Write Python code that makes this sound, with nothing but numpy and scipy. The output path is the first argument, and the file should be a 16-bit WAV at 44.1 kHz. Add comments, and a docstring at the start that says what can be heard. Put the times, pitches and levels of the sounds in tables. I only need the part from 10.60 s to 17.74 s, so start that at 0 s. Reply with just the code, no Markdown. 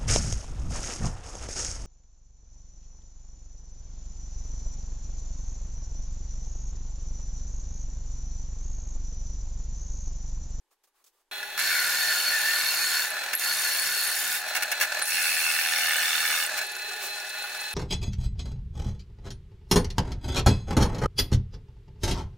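"""A bench drill press bores a hardwood board in three plunges with a two-lipped bit, in a small workshop.
After faint handling the machine cuts in: bearings whirr through the cast frame and whine, the motor
hums, the idling spindle knocks. Each lip rasps across the grain once a turn, tearing chips, jolting the
board and ringing the bit, at times to a squeal. Between plunges the bit rubs, catches and squeaks in
the hole. At the end the board is slid off and shavings scatter."""
import sys
import numpy as np
from scipy import signal
from scipy.fft import rfft, irfft, next_fast_len
from scipy.io import wavfile
from scipy.ndimage import uniform_filter1d

SR = 44100
rng = np.random.default_rng(int(sys.argv[2]) if len(sys.argv) > 2 else 0)


def generate_wav(signal):
    """Clip the signal to [-1, 1] and save it as 16-bit WAV at the path in sys.argv[1]."""
    frames = np.transpose(np.atleast_2d(signal))
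    scaled = np.clip(frames, -1, 1) * 32767
    pcm = np.round(scaled).astype(np.int16)
    wavfile.write(sys.argv[1], SR, pcm)


N = 314874
T = np.arange(N) / SR
FFT_SIZE = next_fast_len(N + SR // 2)
HZ = np.fft.rfftfreq(FFT_SIZE, 1 / SR)

MOTOR_ON_S, FREE_TURNS_PER_S = 0.7122, 41.5
JOLT_LAG_RAD = 1.15  # spindle angle from a lip's bite to the board's jolt
FREE, BORING, DEEP = 0, 1, 2  # press state: running free, boring, deep in the hole

# Levels are relative within each table.
# wood slid on the table: (time [s], length [s], level [dB], brightness [0-1])
SLIDES = [(0.104, .03, -68.5, 0.3), (0.234, 0.014, -64.5, 0.77), (0.27, .014, -71, 0.3),
          (0.33, 0.095, -71.5, 0.1), (0.439, 0.0084, -60, 0.95), (0.46, 0.021, -61, 0.93),
          (0.508, 0.11, -74, 0.3), (6.406, 0.063, -36.5, 0.88)]
# spectrum of a sliding edge: (frequency [Hz], level [dB])
EDGE_SPECTRUM = [(200, -46), (400, -9), (800, -24), (2000, -10), (6000, -1), (12200, -8), (15500, -3.5)]
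# still room: (frequency [Hz], level [dB])
ROOM_SPECTRUM = [(15, -20), (25, 4), (35, -25), (55, -40), (99, -46), (368, -11), (722, -21), (804, -9),
                 (1300, -21), (1800, -18), (2060, -20), (12500, -28), (15500, -40)]
# resonances of frame, table, board and bit:
# (frequency [Hz], width [Hz], free lift [dB], boring lift [dB], deep lift [dB])
PRESS_MODES = [(396, 50, 3.5, 8, -5.5), (538, 69, 8, 7, 7.5), (625, 35, 15.5, 5.5, -2),
               (734.4, 41, 10.5, 5.5, 7), (829, 85, 15, 1.5, 5), (1030, 33, 5.5, 4, 1.5),
               (1237, 40, 7, -3.5, 5.5), (1442.4, 71.5, 17, 13, 9.5), (1537, 85, 13, 4.5, 8.5),
               (1707.4, 101, 18, 10.5, 12), (1790.6, 38, 15.5, 14, 14), (1887, 50, -0.5, -6, -4),
               (1900, 43, 1.5, 5.5, 2.5), (1987, 85, 10, 7, 7.5), (2156, 130, 0, 6.5, 9.5),
               (2280, 93, 5, 10, 10), (2492, 58, 8, 11.5, 9), (2600, 35, 8, 4, 9.5),
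               (2722, 140, 2.5, 12, 13), (2960, 41, 4.5, -1.5, 11.5), (3025, 190, -2.5, 1.5, -8.5),
               (3460, 320, -5.5, 1.5, 3.5), (3630, 73, 9.5, 7, 5.5), (3680, 41, 8.5, 7, 2.5),
               (4134, 116, 11, 7.5, 13.5), (4280, 17, 12.5, 4, 11), (4415, 106, 10, 14, 15.5),
               (5100, 370, -5, 2.5, 1.5), (5640, 260, 11.5, 4.5, 6.5), (6750, 270, 10, 7, 1.5),
               (7500, 250, 6, 1.5, -3), (9000, 190, -8, 8.5, 1.5), (11200, 750, -8, 4, 3)]
# force exciting them: (frequency [Hz], free level [dB], boring level [dB], deep level [dB])
FORCE_SPECTRUM = [(29.6, -10, -17.5, -19), (128, -31.5, -18.5, -26), (206, -13, -17, -19.5),
                  (465, -9.5, -19.5, -17.5), (1180, -3, -3.5, -8), (1600, -5, 1, -1.5),
                  (2370, 2, -6.5, -5.5), (3090, 2, -2, -1), (4340, -0.5, 0, -5.5), (4660, -4, 3.5, 2.5),
                  (7900, -12, 5.5, 3), (10350, -1.5, 6.5, 2.5), (12100, -7, 8, -1), (15600, -7.5, 6.5, 4.5)]
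# motor tones: (low [Hz], middle [Hz], high [Hz])
HUM_HZ = (400, 732, 832)
# their swell and fade: (time [s], low tone [dB], middle tone [dB], high tone [dB])
HUM_LEVELS = [(.75, -58.5, -65, -56), (1.3, -68, -62, -61), (1.95, -67, -57, -55), (2.3, -67, -60, -61),
              (2.65, -63, -54, -53), (3.35, -66, -62, -62), (3.95, -71, -49, -48), (4.25, -73, -57, -53),
              (4.45, -74, -57, -50), (4.8, -78, -55, -56), (5.15, -78, -48, -50), (5.6, -76, -55, -58),
              (6.05, -65, -55, -53), (6.4, -63.5, -60, -58), (7.1, -65, -64, -58)]
# bearing tones: (frequency [Hz], start level [dB], midway level [dB], end level [dB])
WHINE_LINES = [(1696, -55, -52, -49), (1997, -53, -55, -56), (2326, -58, -58, -58), (2550, -60, -58, -56),
               (2585, -50, -46.5, -43), (2842, -61, -59, -58), (3358, -47, -53, -54), (3382, -60, -61, -61),
               (3694, -56, -56, -58), (3880, -64, -62, -59), (4140, -48, -43, -44), (7370, -72, -65, -61)]
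# spindle knocks: (time [s], frame ring [dB], steel tick [dB])
KNOCKS = [(0.829, -25, -38), (2.567, -25, -51), (2.635, -29, -41), (6.165, -30, -45), (6.2187, -35, -46),
          (6.2594, -35, -48), (6.3116, -29, -44), (6.3338, -29.5, -39), (6.408, -35, -40),
          (6.5665, -36, -42), (6.6004, -35, -34), (6.6387, -34, -50), (6.74, -31, -44), (6.7845, -32, -40),
          (6.8396, -27, -48), (6.8714, -35.5, -45), (6.948, -29.5, -42), (7.016, -30, -49),
          (7.0714, -36, -42)]
# bit fed into the board: (start [s], end [s], feed-in [s], spindle slowing [turns/s], board level [dB],
# board drift [dB/s], chip hiss [dB], bit ring [dB], ring end [s])
PLUNGES = [(0.973, 2.52, 0.022, 2.43, -28, -1, -29, -35.5, 2.45),
           (2.775, 3.836, 0.062, 1.86, -29.5, -1.5, -29, -38.5, 3.59),
           (4.439, 5.898, 0.09, 0.912, -28, 0.5, -30.5, -43, 5.8)]
# one lip takes over in the deep hole: (time [s], imbalance [0-1])
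LIP_IMBALANCE = [(4.8, .05), (5.3, .35)]
# passing resonances of the cut: (peak time [s], length [s], frequency [Hz], width [Hz], lift [dB])
CUT_SWELLS = [(1.146, 0.27, 1520, 150, 4), (1.142, 0.26, 2110, 500, 5), (1.5, 3, 6960, 600, 1.5),
              (1.496, 1.3, 12000, 800, 0.5), (1.86, 0.37, 1776, 80, 11.5), (3.3, 1, 10000, 1100, 5.5),
              (3.3, 1.2, 1470, 160, -2), (4.656, .6, 10000, 1400, 6), (4.755, 0.84, 2560, 250, 8.5),
              (5.35, 1.23, 9100, 1700, 2.5), (5.45, 0.59, 2270, 260, 4.5), (5.447, 0.83, 2920, 171, 7.5),
              (5.503, 0.99, 3580, 149, 9.5), (5.6, 1.2, 1270, 150, 9.5)]
# a lip snags the hole wall: (time [s], length [s], level [dB])
CATCHES = [(.976, .003, -29.5), (2.635, .004, -37), (2.731, .008, -27.5), (3.875, .035, -39),
           (3.949, .008, -28.5), (3.963, .012, -28), (4.022, .013, -27.5), (4.115, .01, -26.5),
           (4.199, .005, -31), (4.209, .024, -25), (4.236, .018, -36), (4.388, .008, -36),
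           (5.972, .019, -32), (6.012, .02, -40)]
# bit squeals: (peak time [s], length [s], level [dB])
SQUEALS = [(1.016, 0.015, -31), (1.24, .05, -35.5), (1.448, 0.057, -36), (1.514, 0.052, -33),
           (1.607, 0.081, -30), (1.687, 0.049, -31.5), (2.094, 0.038, -29), (2.192, 0.1, -32.5),
           (2.264, 0.056, -40), (2.378, 0.12, -32), (2.903, 0.1, -30.5), (3.04, 0.055, -34),
           (3.105, .04, -44), (3.193, .06, -33), (3.35, 0.037, -38)]
# rim rubs while lifted: (start [s], end [s], level [dB])
RUBS = [(2.48, 2.76, -39), (3.799, 4.33, -40), (4.297, 4.464, -35.5), (5.862, 6.061, -37.5)]
# rubbed board: (frequency [Hz], level [dB])
RUB_SPECTRUM = [(59, -27), (100, -29.5), (447, -17.5), (627, -3.5), (1160, -7), (1450, 6), (1730, 2),
                (2000, -3.5), (2630, 1.5), (3050, -12), (4280, -2), (4860, -6.5), (5750, -6.5),
                (15500, -19)]
# dry steel on wood: (time [s], frequency [Hz], length [s], level [dB])
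SQUEAKS = [(2.502, 11200, .007, -33), (2.75, 11400, .006, -22.5), (2.751, 7700, .004, -35),
           (2.757, 11600, .014, -35), (2.774, 11600, .005, -30), (4.421, 10100, .008, -27),
           (4.424, 9000, .016, -35), (4.434, 10200, .014, -36), (5.838, 8800, .0032, -28),
           (5.863, 8800, .0037, -26)]
# shavings land: (time [s], frequency [Hz], level [dB])
SHAVINGS = [(6.067, 10800, -42), (6.118, 10830, -44), (6.151, 6100, -39), (6.165, 11000, -43),
            (6.222, 5500, -54), (6.321, 7000, -44), (6.404, 11000, -50), (6.42, 6200, -44),
            (6.6, 6940, -43), (6.693, 10000, -40.5), (6.824, 9400, -42), (7.012, 9500, -41),
            (7.13, 10400, -42)]
# stereo width by default, boring and deep in the hole: (frequency [Hz], side minus mid [dB])
BASE_WIDTH = [(60, -11), (99, -17), (160, -7), (270, -33), (450, -14), (740, -18), (1220, -8), (1600, -23),
              (2010, -1), (3330, -7.5), (5500, 0.5), (9080, -12.5), (15000, -12)]
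BORING_WIDTH = [(60, 1), (99, -11), (160, -1), (270, -3), (450, -7), (740, -20), (1200, -9.5),
                (1500, -18.5), (1780, -19), (2100, -8.5), (3330, -2.5), (4350, -5.5), (5500, -0.5),
                (9080, -8), (15000, -2.5)]
DEEP_WIDTH = [(60, 16), (99, -17), (160, -1), (270, -11), (450, -7), (740, -31), (1250, -10.5), (1650, -22),
              (2010, -5.5), (3330, -3), (5500, 2), (9080, -14), (15000, -16)]
# stereo balance: (frequency [Hz], left minus right [dB])
BALANCE = [(60, 1), (99, -3), (160, 2.5), (270, -1.5), (450, 1.5), (740, 1), (1220, 1), (2010, -1.5),
           (3330, 0.5), (5500, -0.5), (9080, -0.5), (15000, -0.5)]


def amp(db):
    """Decibels to gain."""
    return 10 ** (np.asarray(db) / 20)


def unit_rms(x):
    """Divide by the root of the mean square: rms 1 for real x."""
    return x / np.sqrt(np.mean(x ** 2) + 1e-20)


def curve(points):
    """(Hz, value) points joined on a log frequency axis."""
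    hz, value = np.transpose(points)
    return np.interp(np.log(HZ + 1), np.log(hz + 1), value)


def bell(hz, width_hz):
    """Power curve of one resonance."""
    return 1 / (1 + (2 * (HZ - hz) / width_hz) ** 2)


def gate(start_s, end_s, rise_s, fall_s):
    """Trapezoid envelope, zero at start and end."""
    return np.clip(np.minimum((T - start_s) / rise_s, (end_s - T) / fall_s), 0, 1)


def burst(start_s, length_s, rise_s, fall_s):
    """Linear rise, hold, exponential fall."""
    return np.clip((T - start_s) / rise_s, 0, 1) * np.exp(-np.clip((T - start_s - length_s) / fall_s, 0, 20))


def wobble(rate_hz):
    """Smooth random curve, rms near 1."""
    knots = signal.resample_poly(rng.standard_normal(int(N * rate_hz / SR) + 4), 4, 1)
    return np.interp(T * rate_hz, np.arange(len(knots)) / 4, knots)


def roughness(rate_hz, spread_db):
    """Random, bounded flutter of a contact force, rms 1."""
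    return unit_rms(amp(spread_db * 2 * np.tanh(wobble(rate_hz) / 2)))


def turn_pulses(angle, depth_db, uneven_db):
    """Two unequal pulses a turn, skewed like a lip's quick bite and slow release; rms 1."""
    bite = np.cos(2 * angle) - 0.3 * np.sin(4 * angle)
    return unit_rms(amp(depth_db * bite + uneven_db * np.cos(angle)))


def filtered(x, response):
    """Apply a frequency response."""
    return irfft(rfft(x, FFT_SIZE) * response, FFT_SIZE)[..., :N]


def causal(gain_db):
    """Minimum-phase response: rings only after it is struck."""
    cepstrum = irfft(np.maximum(gain_db, -120) * np.log(10) / 20, FFT_SIZE)
    cepstrum[1:FFT_SIZE // 2] *= 2
    cepstrum[FFT_SIZE // 2 + 1:] = 0
    return np.exp(rfft(cepstrum))


def noise(envelope, response, width=BASE_WIDTH):
    """Enveloped stereo noise, coloured by a response."""
    spread = np.arctan(amp(curve(width)))
    drive = envelope * rng.standard_normal((2, N))
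    mid, side = filtered(drive, unit_rms(response) * [np.cos(spread), np.sin(spread)])
    return np.array([mid + side, mid - side])


def room_tone():
    """Faint, near-steady noise of the still room."""
    return noise(amp(-79 + 0.3 * wobble(2.6)), amp(curve(ROOM_SPECTRUM)))


def handling():
    """Wood brushes wood: bright on an edge, dull when flat."""
    edge = flat = 0
    for s, length_s, db, brightness in SLIDES:
        stroke = amp(db) * burst(s, length_s, rise_s=length_s / 3, fall_s=0.013)
        edge += stroke * np.sqrt(brightness)
        flat += stroke * np.sqrt(1 - brightness)
    flat_db = curve([(150, -33), (400, 0), (1200, 0.5), (3000, -6), (15000, -8.5)]) + 7 * bell(1160, 160)
    return noise(edge, causal(curve(EDGE_SPECTRUM))) + noise(flat, causal(flat_db))


def spindle():
    """Angle [rad] and load [0-1]; each plunge drags the speed down."""
    lag_s = 0.14
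    load = lost_turns_per_s = 0
    for start_s, end_s, _, slowing, *_ in PLUNGES:
        engaged = gate(start_s, end_s + lag_s / 2, lag_s, lag_s)
        load += engaged
        lost_turns_per_s += slowing * engaged
    return 2 * np.pi * np.cumsum(FREE_TURNS_PER_S - lost_turns_per_s) / SR, load


def press_response(state):
    """Force spectrum lifted by the resonances of the press in one state."""
    force_db = curve([(hz, db[state]) for hz, *db in FORCE_SPECTRUM])
    modes_db = sum(db[state] * bell(hz, width_hz) for hz, width_hz, *db in PRESS_MODES)
    return causal(force_db + modes_db)


def whirr(angle, running):
    """Rattling bearings ring the cast frame."""
    rattle = roughness(560, spread_db=0.5) * turn_pulses(angle, depth_db=1, uneven_db=-1)
    return noise(amp(-42 + 0.7 * wobble(14)) * running * rattle, press_response(FREE))


def hum():
    """Three low motor tones swell and fade."""
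    times_s, *levels_db = np.transpose(HUM_LEVELS)
    tones = sum(amp(np.interp(T, times_s, db)) * np.sin(2 * np.pi * hz * T + 0.15 * wobble(12))
                for hz, db in zip(HUM_HZ, levels_db))
    return np.sqrt(2) * tones


def whine(load):
    """Bearing tones swell on each belt lap, waver and sink under load; the high ones most."""
    laps_per_s, tight_s, midway_s = 3.8, 6.53, 4.4
    belt_pull = np.cos(2 * np.pi * laps_per_s * (T - tight_s))
    lines = np.zeros((2, N))
    for hz, *drift_db in WHINE_LINES:
        height = min(hz / 3000, 1)
        phase = 2 * np.pi * hz * T + height * (0.15 + 1.1 * load) * wobble(24)
        swell_db = 4.5 * min(hz / 4000, 1) ** 3 * belt_pull + 0.7 * wobble(7.8)
        level_db = np.interp(T, [MOTOR_ON_S, midway_s, T[-1]], drift_db) + swell_db - 11 * height * load
        stereo_rad = [[0], [min(hz / 2400, 1.5)]]
        lines += amp(level_db) * np.sin(phase + stereo_rad)
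    return amp(3) * lines


def knocks():
    """The loose, unloaded spindle knocks in its splines: frame rings, steel ticks."""
    thump = sum(amp(db) * burst(s, 0.0012, rise_s=0.00056, fall_s=0.0064) for s, db, _ in KNOCKS)
    tick = sum(amp(db) * burst(s, 0.0011, rise_s=0.0015, fall_s=0.0041) for s, _, db in KNOCKS)
    impact_db = curve([(400, -10.5), (800, -1.5), (1700, -0.5), (3000, -11), (8000, -8)])
    frame = press_response(FREE) * causal(impact_db)
    steel = bell(5500, 320) + 0.27 * bell(7200, 300)
    return noise(amp(-10.5) * thump, frame) + noise(amp(1) * tick, steel)


def feed(plunge):
    """Board, hiss and ring envelopes of one plunge: build on feeding, die on lifting."""
    start_s, end_s, feed_in_s, _, board_db, drift_db_per_s, hiss_db, ring_db, ring_end_s = plunge
    lift_s = 0.073
    elapsed_s = np.clip(T - start_s, 0, end_s - start_s)
    board = gate(start_s, end_s, feed_in_s, lift_s) * amp(board_db + drift_db_per_s * elapsed_s)
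    hiss = gate(start_s, end_s, 0.021, lift_s) * amp(hiss_db)
    ring = gate(start_s, ring_end_s, feed_in_s, lift_s) * amp(ring_db + 0.8 * wobble(11))
    return np.array([board, hiss, ring])


def chips(per_s=1800, low_hz=5000, high_hz=15500, fall_s=0.0007):
    """Chips snap off as tiny pings of random pitch and size; stereo, rms 1."""
    when, pitch, offset, side, size = rng.random((int(per_s * N / SR), 5)).T[:, :, None]
    t = T[:SR // 250]
    phase = 2 * np.pi * ((low_hz + pitch * (high_hz - low_hz)) * t + offset)
    decay = amp(-3.2 * np.log(size + 0.03)) * np.exp(-t / fall_s)
    samples = ((when * N).astype(int) + np.arange(len(t))).ravel()
    left_right = [decay * np.sin(phase + ear * np.pi * (side - 0.5)) for ear in (0.5, -0.5)]
    return unit_rms(np.array([np.bincount(samples, pings.ravel(), N)[:N] for pings in left_right]))


def bore(plunges, angle, response, width, board_db, hiss_db, ring_db, jolt_gain, imbalance, pan_db):
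    """The lips tear hissing chips, jolt the board and ring the bit."""
    board, hiss, ring = sum(feed(plunge) for plunge in plunges)
    treble = 1 / (1 + (4200 / (HZ + 1)) ** 6)
    bit_mode = bell(4264, 280) ** 2
    board_band = response * np.sqrt((1 - treble) * (1 - bit_mode))
    chip_band = response * np.sqrt(treble * (1 - bit_mode))
    tearing = turn_pulses(angle, depth_db=2.3, uneven_db=-0.7) * roughness(1900, spread_db=3.4)
    snaps = chips() * turn_pulses(angle, depth_db=2.5, uneven_db=-0.7)
    # just after biting, each lip breaks through the end grain
    lagged = angle - JOLT_LAG_RAD
    breakthrough = np.exp(1.8 * (np.cos(2 * lagged) - 1))
    jolt = 1 + jolt_gain * (1 + imbalance * np.cos(lagged)) * breakthrough
    thrust = unit_rms(jolt) * roughness(1100, spread_db=0.8) * amp(0.3 * wobble(22))
    chatter = turn_pulses(lagged, depth_db=2.2, uneven_db=0.5) * amp(0.39 * wobble(25.5))
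    cut = (noise(amp(board_db) * board * thrust, board_band, width)
           + noise(amp(hiss_db) * hiss * tearing, chip_band, width)
           + filtered(amp(hiss_db - 2.5) * hiss * snaps, unit_rms(chip_band))
           + noise(amp(ring_db) * ring * chatter, response * np.sqrt(bit_mode), width))
    return cut * amp([[pan_db / 2], [-pan_db / 2]])


def depth_and_grain(cut):
    """The cut's colour shifts with depth, and at random with the grain."""
    hz, t, spectra = signal.stft(cut, SR, nperseg=1024)
    lift_db = 0
    for s, length_s, centre_hz, width_hz, db in CUT_SWELLS:
        swell = np.exp(-(2 * (t - s) / length_s) ** 2)
        lift_db += db * swell / (1 + (2 * (hz[:, None] - centre_hz) / width_hz) ** 2)
    grain = rng.standard_normal(spectra.shape[1:])
    grain = uniform_filter1d(uniform_filter1d(grain, size=6, axis=0), size=7, axis=1)
    _, coloured = signal.istft(spectra * amp(lift_db + 1.6 * unit_rms(grain)), SR, nperseg=1024)
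    return coloured[:, :N]


def catches(response):
    """A lip snags and splinters the wall; the board thuds on."""
    bite = sum(amp(db) * burst(s, length_s, rise_s=0.001, fall_s=0.003) for s, length_s, db in CATCHES)
    thud = sum(amp(db) * burst(s, length_s, rise_s=0.001, fall_s=0.009) for s, length_s, db in CATCHES)
    splinter_band = response * amp(4 * bell(1000, 1100) + 4 * bell(5500, 2500))
    thud_band = response * causal(curve([(150, 0), (400, 4), (2700, 0), (5000, -14)]))
    splinter = noise(amp(0.3) * bite * roughness(1500, spread_db=1), splinter_band, DEEP_WIDTH)
    return splinter + noise(amp(-3.5) * thud, thud_band)


def squeal(angle, hz=4396):
    """The bit briefly locks onto its own note, shaken by each lip."""
    swell = sum(amp(db) * np.exp(-2 * (1.4 * (T - s) / length_s) ** 2) for s, length_s, db in SQUEALS)
    tone = np.sqrt(2) * np.sin(2 * np.pi * hz * T + 0.7 * wobble(130))
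    return amp(-0.6) * swell * turn_pulses(angle - JOLT_LAG_RAD, depth_db=4, uneven_db=1.5) * tone


def rubbing(angle):
    """The rim scrapes round the hole; the board answers hollowly."""
    pressure = sum(amp(db) * gate(start_s, end_s, rise_s=0.031, fall_s=0.038)
                   for start_s, end_s, db in RUBS)
    scrape = turn_pulses(angle, depth_db=1, uneven_db=3) * roughness(950, spread_db=-2.5)
    hollow_db = curve(RUB_SPECTRUM) + 6 * bell(580, 200) + 6 * bell(1745, 93) + 4 * bell(1720, 120)
    return noise(pressure * scrape, causal(hollow_db))


def squeaks():
    """Steel sticks and slips on wood in short, high chirps."""
    chirps = 0
    for s, hz, length_s, db in SQUEAKS:
        envelope = amp(db) * burst(s, length_s / 2, rise_s=0.0023, fall_s=length_s / 2)
        chirps += envelope * np.sin(2 * np.pi * hz * T + 0.73 * wobble(1300))
    return amp(6.5) * chirps


def shavings(crumbs_start_s=5.3):
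    """Fine crumbs fall from the spinning bit; flung shavings tick on the table."""
    ticks = 0
    for s, hz, db in SHAVINGS:
        impact = amp(db) * burst(s, 0.00086, rise_s=0.0005, fall_s=0.0033) * rng.standard_normal(N)
        ticks += filtered(impact, unit_rms(bell(hz, 5200) ** 2))
    crumbs = amp(-56) * np.clip((T - crumbs_start_s) / 0.061, 0, 1) * roughness(83, spread_db=4.5)
    crumb_db = curve([(1000, -26), (4000, 17), (7500, 11), (11000, 6.5), (15500, -17)])
    return amp(6) * ticks + noise(crumbs, causal(crumb_db))


def dragging():
    """The board judders off the backing block with a low, hollow scrape."""
    pull = amp(-56.5) * gate(5.98, 6.54, rise_s=0.04, fall_s=0.067) * roughness(63, spread_db=-4)
    return noise(pull, bell(418, 160) ** 2)


def reflections(x, rt60_s=0.031, echo_db=-9):
    """Early echoes off table, column and wall ripple the treble."""
    t = T[:SR // 8]
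    tail = rng.standard_normal(len(t)) * amp(-60 * t / rt60_s) * (t > 0.001)
    treble = 1 / (1 + (4500 / (HZ + 1)) ** 4)
    return filtered(x, 1 + amp(echo_db) * treble * rfft(tail / np.linalg.norm(tail), FFT_SIZE))


def scene():
    """The spindle's turning pulses the whirr, cutting, rubbing and squeal; the last plunge goes deep."""
    angle, load = spindle()
    running = np.clip((T - MOTOR_ON_S) / 0.0008, 0, 1)
    machine = whirr(angle, running) + running * (hum() + whine(load))
    shallow, deep = press_response(BORING), press_response(DEEP)
    shallow_cuts = bore(PLUNGES[:-1], angle, shallow, BORING_WIDTH, board_db=-2.5, hiss_db=-5.5,
                        ring_db=0.5, jolt_gain=0.4, imbalance=0.71, pan_db=0.5)
    deep_cut = bore(PLUNGES[-1:], angle, deep, DEEP_WIDTH, board_db=-4, hiss_db=-3, ring_db=3,
                    jolt_gain=1.65, imbalance=np.interp(T, *np.transpose(LIP_IMBALANCE)), pan_db=0)
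    drilling = depth_and_grain(shallow_cuts + deep_cut) + rubbing(angle) + catches(deep)
    bench = shavings() + handling() + room_tone() + dragging()
    mix = machine + knocks() + reflections(drilling + bench) + squeal(angle) + squeaks()
    balance_db = curve(BALANCE)
    return filtered(mix, amp([balance_db / 2, -balance_db / 2]))


def record(dry):
    """Steep low-pass."""
    cutoff_hz = 15850
    return filtered(dry, 1 / (1 + (HZ / cutoff_hz) ** 300))


dry = scene()
out = record(dry)
generate_wav(out)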